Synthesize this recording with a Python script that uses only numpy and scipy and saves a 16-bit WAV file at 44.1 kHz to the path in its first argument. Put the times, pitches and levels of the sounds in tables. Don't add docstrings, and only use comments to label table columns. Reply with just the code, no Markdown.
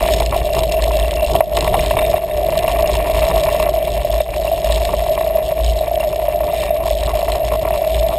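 import sys
import numpy as np
from scipy import signal
from scipy.io import wavfile

SR = 44100
rng = np.random.default_rng(int(sys.argv[2]) if len(sys.argv) > 2 else 0)


def rack_gain(trim_db):
    fader = np.asarray(trim_db, float)
    return 10 ** (fader / 20)


def to_wav(s):
    ch = np.atleast_2d(s).T
    pcm = np.round(np.clip(ch, -1, 1) * 32767)
    wavfile.write(sys.argv[1], SR, pcm.astype(np.int16))


N = 360738


def rms_one(x):
    return x / np.sqrt(np.mean(x ** 2) + 1e-20)


def in_time(rows):
    s, *columns = np.transpose(rows)
    return [np.interp(np.arange(N) / SR, s, column) for column in columns]


def drift(per_s):
    r = np.exp(-80 * np.pi * per_s / SR)
    slow = signal.lfilter([1], [1, -2 * r, r * r], rng.standard_normal(N // 40 + 2002))
    slow = rms_one(slow[2000:])
    return np.interp(np.arange(N) / 40, np.arange(len(slow)), slow)


def resonance(x, hz, width):
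    r = np.exp(-np.pi * width / SR)
    poles = [1, -2 * r * np.cos(2 * np.pi * hz / SR), r * r]
    return signal.lfilter([(1 - r * r) / 2, 0, (r * r - 1) / 2], poles, x + 1e-18)


def body(x, modes, widen=1.32):
    out = 0
    for k, (hz, width, db) in enumerate(modes):
        once = resonance(x, hz, width * widen)
        out = out + rack_gain(db) * (-1) ** k * resonance(once, hz, width * widen)
    return out


def wandering(x, modes, wander_db, per_s):
    return sum((-1) ** k * body(x * rack_gain(wander_db * drift(per_s)), [mode])
               for k, mode in enumerate(modes))


def grit(per_s, spread_db):
    sizes = rack_gain(spread_db * np.minimum(rng.exponential(1, N), 4.5)) * rng.choice([-1, 1], N)
    return sizes * (rng.random(N) < per_s / SR)


def blows(times, level_db, modes, contact_s):
    out, span = np.zeros(N), np.arange(SR // 32)
    contacts = rng.standard_normal((len(times), len(span)))
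    for s, db, noise in zip(times, level_db, contacts):
        sound = body(noise * np.exp(-span / (contact_s * SR)), modes)
        at = round(s * SR)
        out[at:at + len(span)] += (rack_gain(db) * sound / np.abs(sound).max())[:N - at]
    return out


def swells(rows, rise_db_per_s, fall_db_per_s):
    t = np.arange(0, N, 40) / SR
    s, length, db = np.transpose(rows)[:, :, None]
    rise = rise_db_per_s * np.maximum(s - t, 0)
    fall = fall_db_per_s * np.maximum(t - s - length, 0)
    return np.interp(np.arange(N) / SR, t, (db - rise - fall).max(axis=0))


# (time [s], length [s], level [dB])
RUTS = [(0.03, 0.048, -23), (0.14, 0.15, -18), (0.39, 0.025, -19.6), (0.58, 0.09, -22.5),
        (0.81, 0.083, -21.5), (0.96, 0.069, -18.5), (1.08, 0.13, -21), (1.27, 0.065, -18.5),
        (1.56, 0.17, -23), (1.8, 0.082, -19.5), (2.06, 0.038, -24.5), (2.7, 0.12, -24),
        (2.93, 0.043, -19.5), (3.14, 0.1, -20.5), (3.36, 0.06, -21.5), (3.51, 0.023, -21.5),
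        (3.93, 0.055, -18), (4.12, 0.086, -21), (4.34, 0.12, -25), (4.7, 0.076, -16.5),
        (4.94, 0.087, -21.5), (5.44, 0.032, -25.5), (5.62, 0.088, -16.5), (5.95, 0.021, -25.5),
        (6.57, 0.043, -25.5), (6.88, 0.086, -21.5), (7.02, 0.11, -20.5), (7.3, 0.032, -22.5),
        (7.46, 0.081, -20.5), (7.96, 0.041, -16.5)]


def swing_db():
    return np.maximum(swells(RUTS, rise_db_per_s=191, fall_db_per_s=103), -29)


# (time [s], frequency [Hz])
MOUNT_PITCH = [(0.0, 56), (1.09, 54.64), (1.39, 59.26), (1.57, 54), (2.41, 54.57), (2.57, 60.1),
               (2.96, 54.62), (3.89, 50.51), (4.12, 55.5), (5.51, 54.41), (5.99, 59.64), (6.56, 52.82),
               (8.18, 57.4)]


def mount():
    (hz,), level_db = in_time(MOUNT_PITCH), swing_db()
    swing_hz = 54.3 + .4 * (hz - 54.3) + .5 * drift(6.0)
    phase = 2 * np.pi * np.cumsum(swing_hz) / SR
    swing = np.sqrt(2) * np.sin(phase) * rack_gain(drift(13.0))
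    loose = rms_one(body(rng.standard_normal(N), [(53.4, 22.5, 0)]))
    return rack_gain(level_db) * (swing + rack_gain(-9) * loose), phase


# (time [s], level [dB])
GROUND = [(0, -28.5), (.4, -37.5), (1.55, -40.5), (1.58, -22.5), (1.66, -36.5), (2.07, -33.5), (2.3, -38.5),
          (2.6, -33), (3.65, -30.5), (3.74, -38), (4.6, -39), (4.74, -35), (4.95, -39), (6.45, -41),
          (6.6, -37), (6.8, -42.5), (7.05, -37), (8.18, -38)]
# (time [s], length [s], level [dB])
STONES = [(0.19, 0.055, -21), (0.31, 0.064, -24), (0.56, 0.031, -20.5), (0.87, 0.033, -23),
          (1.33, 0.043, -16.5), (1.59, 0.064, -19), (1.72, 0.077, -18.5), (1.95, 0.046, -20),
          (2.64, 0.1, -34.5), (2.77, 0.035, -24), (3.11, 0.047, -30), (3.3, 0.086, -21.5),
          (3.59, 0.04, -27), (4.7, 0.061, -26), (4.89, 0.044, -22), (5.16, 0.022, -26), (6.09, 0.023, -27),
          (6.44, 0.04, -24.5), (6.81, 0.042, -25.5), (7.07, 0.04, -24), (7.28, 0.074, -25.5),
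          (7.52, 0.037, -22.5), (7.63, 0.1, -24.5), (8.1, 0.023, -25)]


def layers_db():
    ground = in_time(GROUND)[0] + 36
    swing = swing_db() + 25
    stones_db = swells(STONES, rise_db_per_s=400, fall_db_per_s=190) - 4.5
    ring_db = -19 + 0.19 * ground - 0.13 * swing
    shell_db = np.maximum(-33 + .9 * ground, stones_db)
    frame_db = -36.5 + 0.7 * ground + 0.067 * swing
    rattle_db = -43.5 + .4 * ground + 0.41 * swing
    return ring_db, shell_db, frame_db, rattle_db


# (time [s], peak [dB], ring [Hz], shell share [dB])
ROOTS = [(0.203, -5.5, 652, -12.5), (0.324, -12.5, 610, -2), (1.352, -1, 663, -14),
         (1.406, 1.5, 624, -12.5), (1.674, -6.5, 644, -19), (1.723, -8, 676, -26), (1.74, -5, 754, -9.5),
         (1.776, -8.5, 634, -18), (1.909, -4, 624, -9), (1.968, -6.5, 643, -5.5), (2.678, -7.5, 640, -11),
         (2.762, -8.5, 672, -14), (3.312, -15, 565, 0), (3.598, -9, 627, -4.5), (3.688, -4.5, 614, -17),
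         (4.204, -3, 607, -21), (4.698, -6, 623, -19), (4.937, -4, 605, -16), (5.063, -7.5, 657, -15),
         (5.176, -11, 614, -5), (5.209, -6, 653, -12), (6.405, -6.5, 629, -16), (6.855, -5.5, 647, -24),
         (7.134, -7.5, 676, -30), (7.281, -7, 652, -11), (7.519, -7, 606, -17), (7.651, -6.5, 627, -11),
         (7.676, -10, 650, -10), (7.705, -5.5, 645, -13), (8.09, -7.5, 654, -22)]
# (time [s], peak [dB], ring [Hz])
BUMPS = [(0.026, -6, 645), (0.36, -4.5, 657), (0.877, -8.5, 674), (2.14, -1.5, 654), (2.485, -3, 615),
         (2.64, -4, 635), (2.827, -3, 640), (3.095, -6, 633), (3.543, -4.5, 610), (3.738, -5, 654),
         (4.046, -5, 620), (4.097, -8.5, 650), (4.446, -7, 630), (4.514, -5, 660), (4.642, -7, 620),
         (5.381, -6.5, 620), (5.518, -5, 620), (5.808, -5, 632), (5.878, -6.5, 628), (5.912, -5.5, 648),
         (5.94, -9, 645), (6.002, -9, 609), (6.158, -7.5, 633), (6.282, -4, 610), (6.532, -7, 670),
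         (6.705, -4, 645), (6.907, -5, 616), (7.189, -6.5, 621), (7.228, -3.5, 640), (7.816, -6.5, 634)]


def jolts():
    bump_shell_db = -28.5
    return np.transpose(sorted(ROOTS + [(*bump, bump_shell_db) for bump in BUMPS]))


def settling():
    t, s = np.arange(N) / SR, jolts()[0]
    since = t - s[np.clip(np.searchsorted(s, t + .016) - 1, 0, None)]
    return rack_gain(np.interp(since, [-0.016, -0.006, 0.011, 0.022], [0, -8, -6, 1]))


# (frequency [Hz], width [Hz], level [dB])
RUMBLE = [
    (32.7, 34, -3),
    (118.6, 30.5, -13.5),
    (163.5, 29, -10),
    (309.5, 106, -19),
    (393, 46, -9),
    (478, 91, -15.5),
]
# (frequency [Hz], width [Hz], level [dB])
HOUSING = [
    (591.2, 47.7, 1),
    (628.8, 46.5, 5),
    (676, 65, 1),
]
# (frequency [Hz], width [Hz], level [dB])
SHELL = [
    (799, 227, 5),
    (977, 117, 7),
    (1109.5, 87, 7),
    (1370, 136, -11),
]
# (frequency [Hz], width [Hz], level [dB])
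FRAME = [
    (1840, 227, 4.5),
    (2034, 66, 4.5),
    (2334, 304, 7),
    (2600, 45, 0),
    (2717, 110, 9.5),
]
# (frequency [Hz], width [Hz], level [dB])
TICK = [
    (2993, 550, 2),
    (3527, 310, 2),
    (3837, 310, 3.5),
    (4280, 650, -3.5),
    (5322, 407, 3),
]


def rolling(phase):
    ring_db, shell_db, frame_db, rattle_db = layers_db()
    stops = rack_gain(7.0 * np.cos(phase) + 6.0 * np.cos(2 * phase))

    rumble_db = -26.5 - 0.54 * np.arange(N) / SR + 0.5 * (shell_db + 34.5) + 0.78 * drift(29.0)
    rumble = rms_one(body(rng.standard_normal(N), RUMBLE, widen=1.59)) * rack_gain(rumble_db)

    shaking = rng.standard_normal(N) * rack_gain(1.24 * drift(28.0))
    ring = rms_one(body(shaking, HOUSING)) * rack_gain(ring_db + 0.5) * settling()

    stones = grit(1500 * rack_gain(2.3 * drift(25.0)), spread_db=7.5)
    shell = rms_one(wandering(stones, SHELL, wander_db=-1.0, per_s=6.8)) * rack_gain(shell_db - 1.0)
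    frame_grit = stones + grit(3000, spread_db=6.0)
    frame = rms_one(wandering(frame_grit, FRAME, wander_db=0.9, per_s=12.0)) * rack_gain(frame_db + 0.5)

    chatter = grit(160 * stops * rack_gain(3.7 * drift(12.0)), spread_db=0.66)
    rattle = rms_one(wandering(chatter, TICK, wander_db=3.0, per_s=110.0)) * rack_gain(rattle_db + 8.0)
    hiss_db = rattle_db - 0.5 + 0.7 * np.cos(2 * phase) + 2.9 * drift(25.0)
    hiss = rms_one(body(rng.standard_normal(N), TICK)) * rack_gain(hiss_db)
    return rumble + ring + shell + frame + rattle + hiss


def knocks():
    s, peak_db, ring_hz, shell_db = jolts()
    click, rings = np.eye(1, SR // 25)[0], np.zeros(N)
    starts = np.round((s - .0015) * SR).astype(int)
    for at, db, hz in zip(starts, peak_db, ring_hz):
        hard = rack_gain(0.6 * max(db + 5.0, 0))
        soft_contact = body(click, [(hz, 110 * hard, 0)])
        sound = body(soft_contact, [(hz, 130 * hard, 0)])
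        rings[at:at + len(click)] += (rack_gain(db - 0.93) * sound / np.abs(sound).max())[:N - at]
    shell = blows(s - .0015, peak_db + shell_db + 3.0, SHELL, contact_s=0.00059)
    frame = blows(s, peak_db + shell_db - 3.0, FRAME, contact_s=0.00065)
    return rings + shell + frame


# (time [s], peak [dB])
HITS = [(0.078, -13), (0.1356, -8.5), (0.2, -11.5), (0.2605, -11), (0.5493, -14), (0.5902, -11.5),
        (0.634, -13), (0.721, -13), (0.821, -11.5), (0.8391, -8), (0.9971, -12.5), (1.1092, -15),
        (1.361, -12.5), (1.568, -8.5), (1.607, -7.5), (1.644, -13), (1.8604, -13), (2.589, -12),
        (2.823, -15), (2.8743, -14.5), (3.397, -16), (3.4351, -12.5), (3.6263, -13.5), (4.722, -11),
        (4.7585, -12), (4.7775, -22), (4.8506, -10.5), (5.645, -16.5), (6.901, -15.5), (7.3188, -11),
        (0.026, -16), (0.0603, -18), (0.121, -15), (0.376, -16.5), (0.5333, -16), (0.9682, -16),
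        (1.1373, -18), (1.953, -23), (2.1134, -18), (2.373, -18), (2.577, -13), (2.6325, -17),
        (2.9292, -29), (2.9652, -19), (3.251, -16.5), (3.3777, -16), (3.8514, -19), (4.6444, -15.5),
        (4.8337, -20), (4.9934, -19), (5.9556, -15.5), (6.1585, -17.5), (6.866, -20), (7.0334, -15),
        (7.4853, -19), (7.9448, -14), (7.997, -18), (8.085, -17)]


def ticks():
    s, peak_db = np.transpose(HITS)
    crack = blows(s, peak_db + 0.36, TICK, contact_s=0.0011)
    return crack + blows(s, peak_db - 10.0, FRAME, contact_s=0.0036)


# (time [s], drop [dB], hold [s], recovery [s])
DUCKS = [
    (0.239, 4, 0.029, 0.043),
    (1.405, 6.5, 0.064, 0.066),
    (2.186, 6.5, 0.042, 0.13),
    (4.224, 7.5, 0.033, 0.053),
    (5.53, 6, 0.01, .03),
    (5.877, 2, 0.035, 0.037),
    (6.816, 0, 0.027, .02),
]


def gain_control():
    t, gain_db = np.arange(N) / SR, np.zeros(N)
    for s, drop_db, hold, back in DUCKS:
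        corners = [s - .004, s, s + hold, s + hold + back]
        gain_db += np.interp(t, corners, [0, -drop_db, -drop_db, 0])
    return rack_gain(gain_db)


# (time [s], length [s], peak [dB])
CHAIN_RUNS = [
    (0.327, .06, -29),
    (0.454, .155, -27),
    (0.695, .11, -24.5),
    (.932, .135, -25),
    (1.172, .105, -22.5),
    (2.681, .01, -16.5),
    (2.861, .01, -19),
    (4.48, .01, -22),
    (6.01, .01, -20),
    (7.732, .01, -27),
]
# (time [s], peak [dB])
SLAPS = [(1.676, -15), (1.741, -18), (1.792, -13), (1.823, -20), (1.909, -14.5), (1.969, -23), (1.988, -10),
         (2.050, -14.5), (2.165, -19), (2.310, -21.5), (3.313, -20), (4.202, -18.5), (4.877, -24),
         (4.993, -27), (7.943, -22.5)]
# (frequency [Hz], width [Hz], level [dB])
STAY = [
    (3670, 120, 8),
]


def pings():
    link_s = .0252
    links = [(at, db) for s, length, db in CHAIN_RUNS for at in np.arange(s, s + length, link_s)]
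    s, peak_db = np.transpose(links)
    peak_db = peak_db + 2.5 * rng.uniform(-1, 1, len(s))
    slap_s, slap_db = np.transpose(SLAPS)
    slaps = blows(slap_s - .001, slap_db, FRAME + STAY, contact_s=0.0036)
    link_modes = [(2738, 110, 0.5), (2354, 82, -13.5)]   # (frequency [Hz], width [Hz], level [dB])
    return slaps + blows(s - .003, peak_db - .3, link_modes, contact_s=0.0004)


# (time [s], length [s], level [dB])
SKIDS = [
    (2.03, 0.026, -34.5),
    (6.56, 0.13, -34.5),
]


def skids():
    level_db = swells(SKIDS, rise_db_per_s=154, fall_db_per_s=156)
    return rack_gain(level_db) * rms_one(body(rng.standard_normal(N), FRAME + STAY, widen=0.87))


def scene():
    hum, phase = mount()
    mid = (hum + rolling(phase)) * gain_control() + knocks() + ticks() + pings() + skids()
    low = body(rng.standard_normal(N), [(50, 32.0, 6.5), (138, 226, -11.5)])
    side = rack_gain(-53) * rms_one(low) * rack_gain(7.3 * drift(7.1))
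    return np.array([mid + side, mid - side])


def band_limit(x):
    return signal.sosfilt(signal.butter(12, 16080, fs=SR, output="sos"), x)


def record(dry):
    mid, side = (dry[0] + dry[1]) / 2, (dry[0] - dry[1]) / 2
    hold_hz = 12000
    clipped = np.clip(mid, -.96, .96)
    mid = signal.sosfilt(signal.butter(6, 5450, fs=SR, output="sos"), clipped)
    slow = signal.resample_poly(mid, hold_hz, SR)
    held = signal.resample_poly(np.repeat(slow, 4), SR, 4 * hold_hz)[:N]
    held = signal.sosfilt(signal.cheby2(12, 50, 16000, fs=SR, output="sos"), held)
    held = np.pad(held, (0, N - len(held)))
    return band_limit(np.array([held + side, held - side]))


dry = scene()
out = record(dry)
to_wav(out)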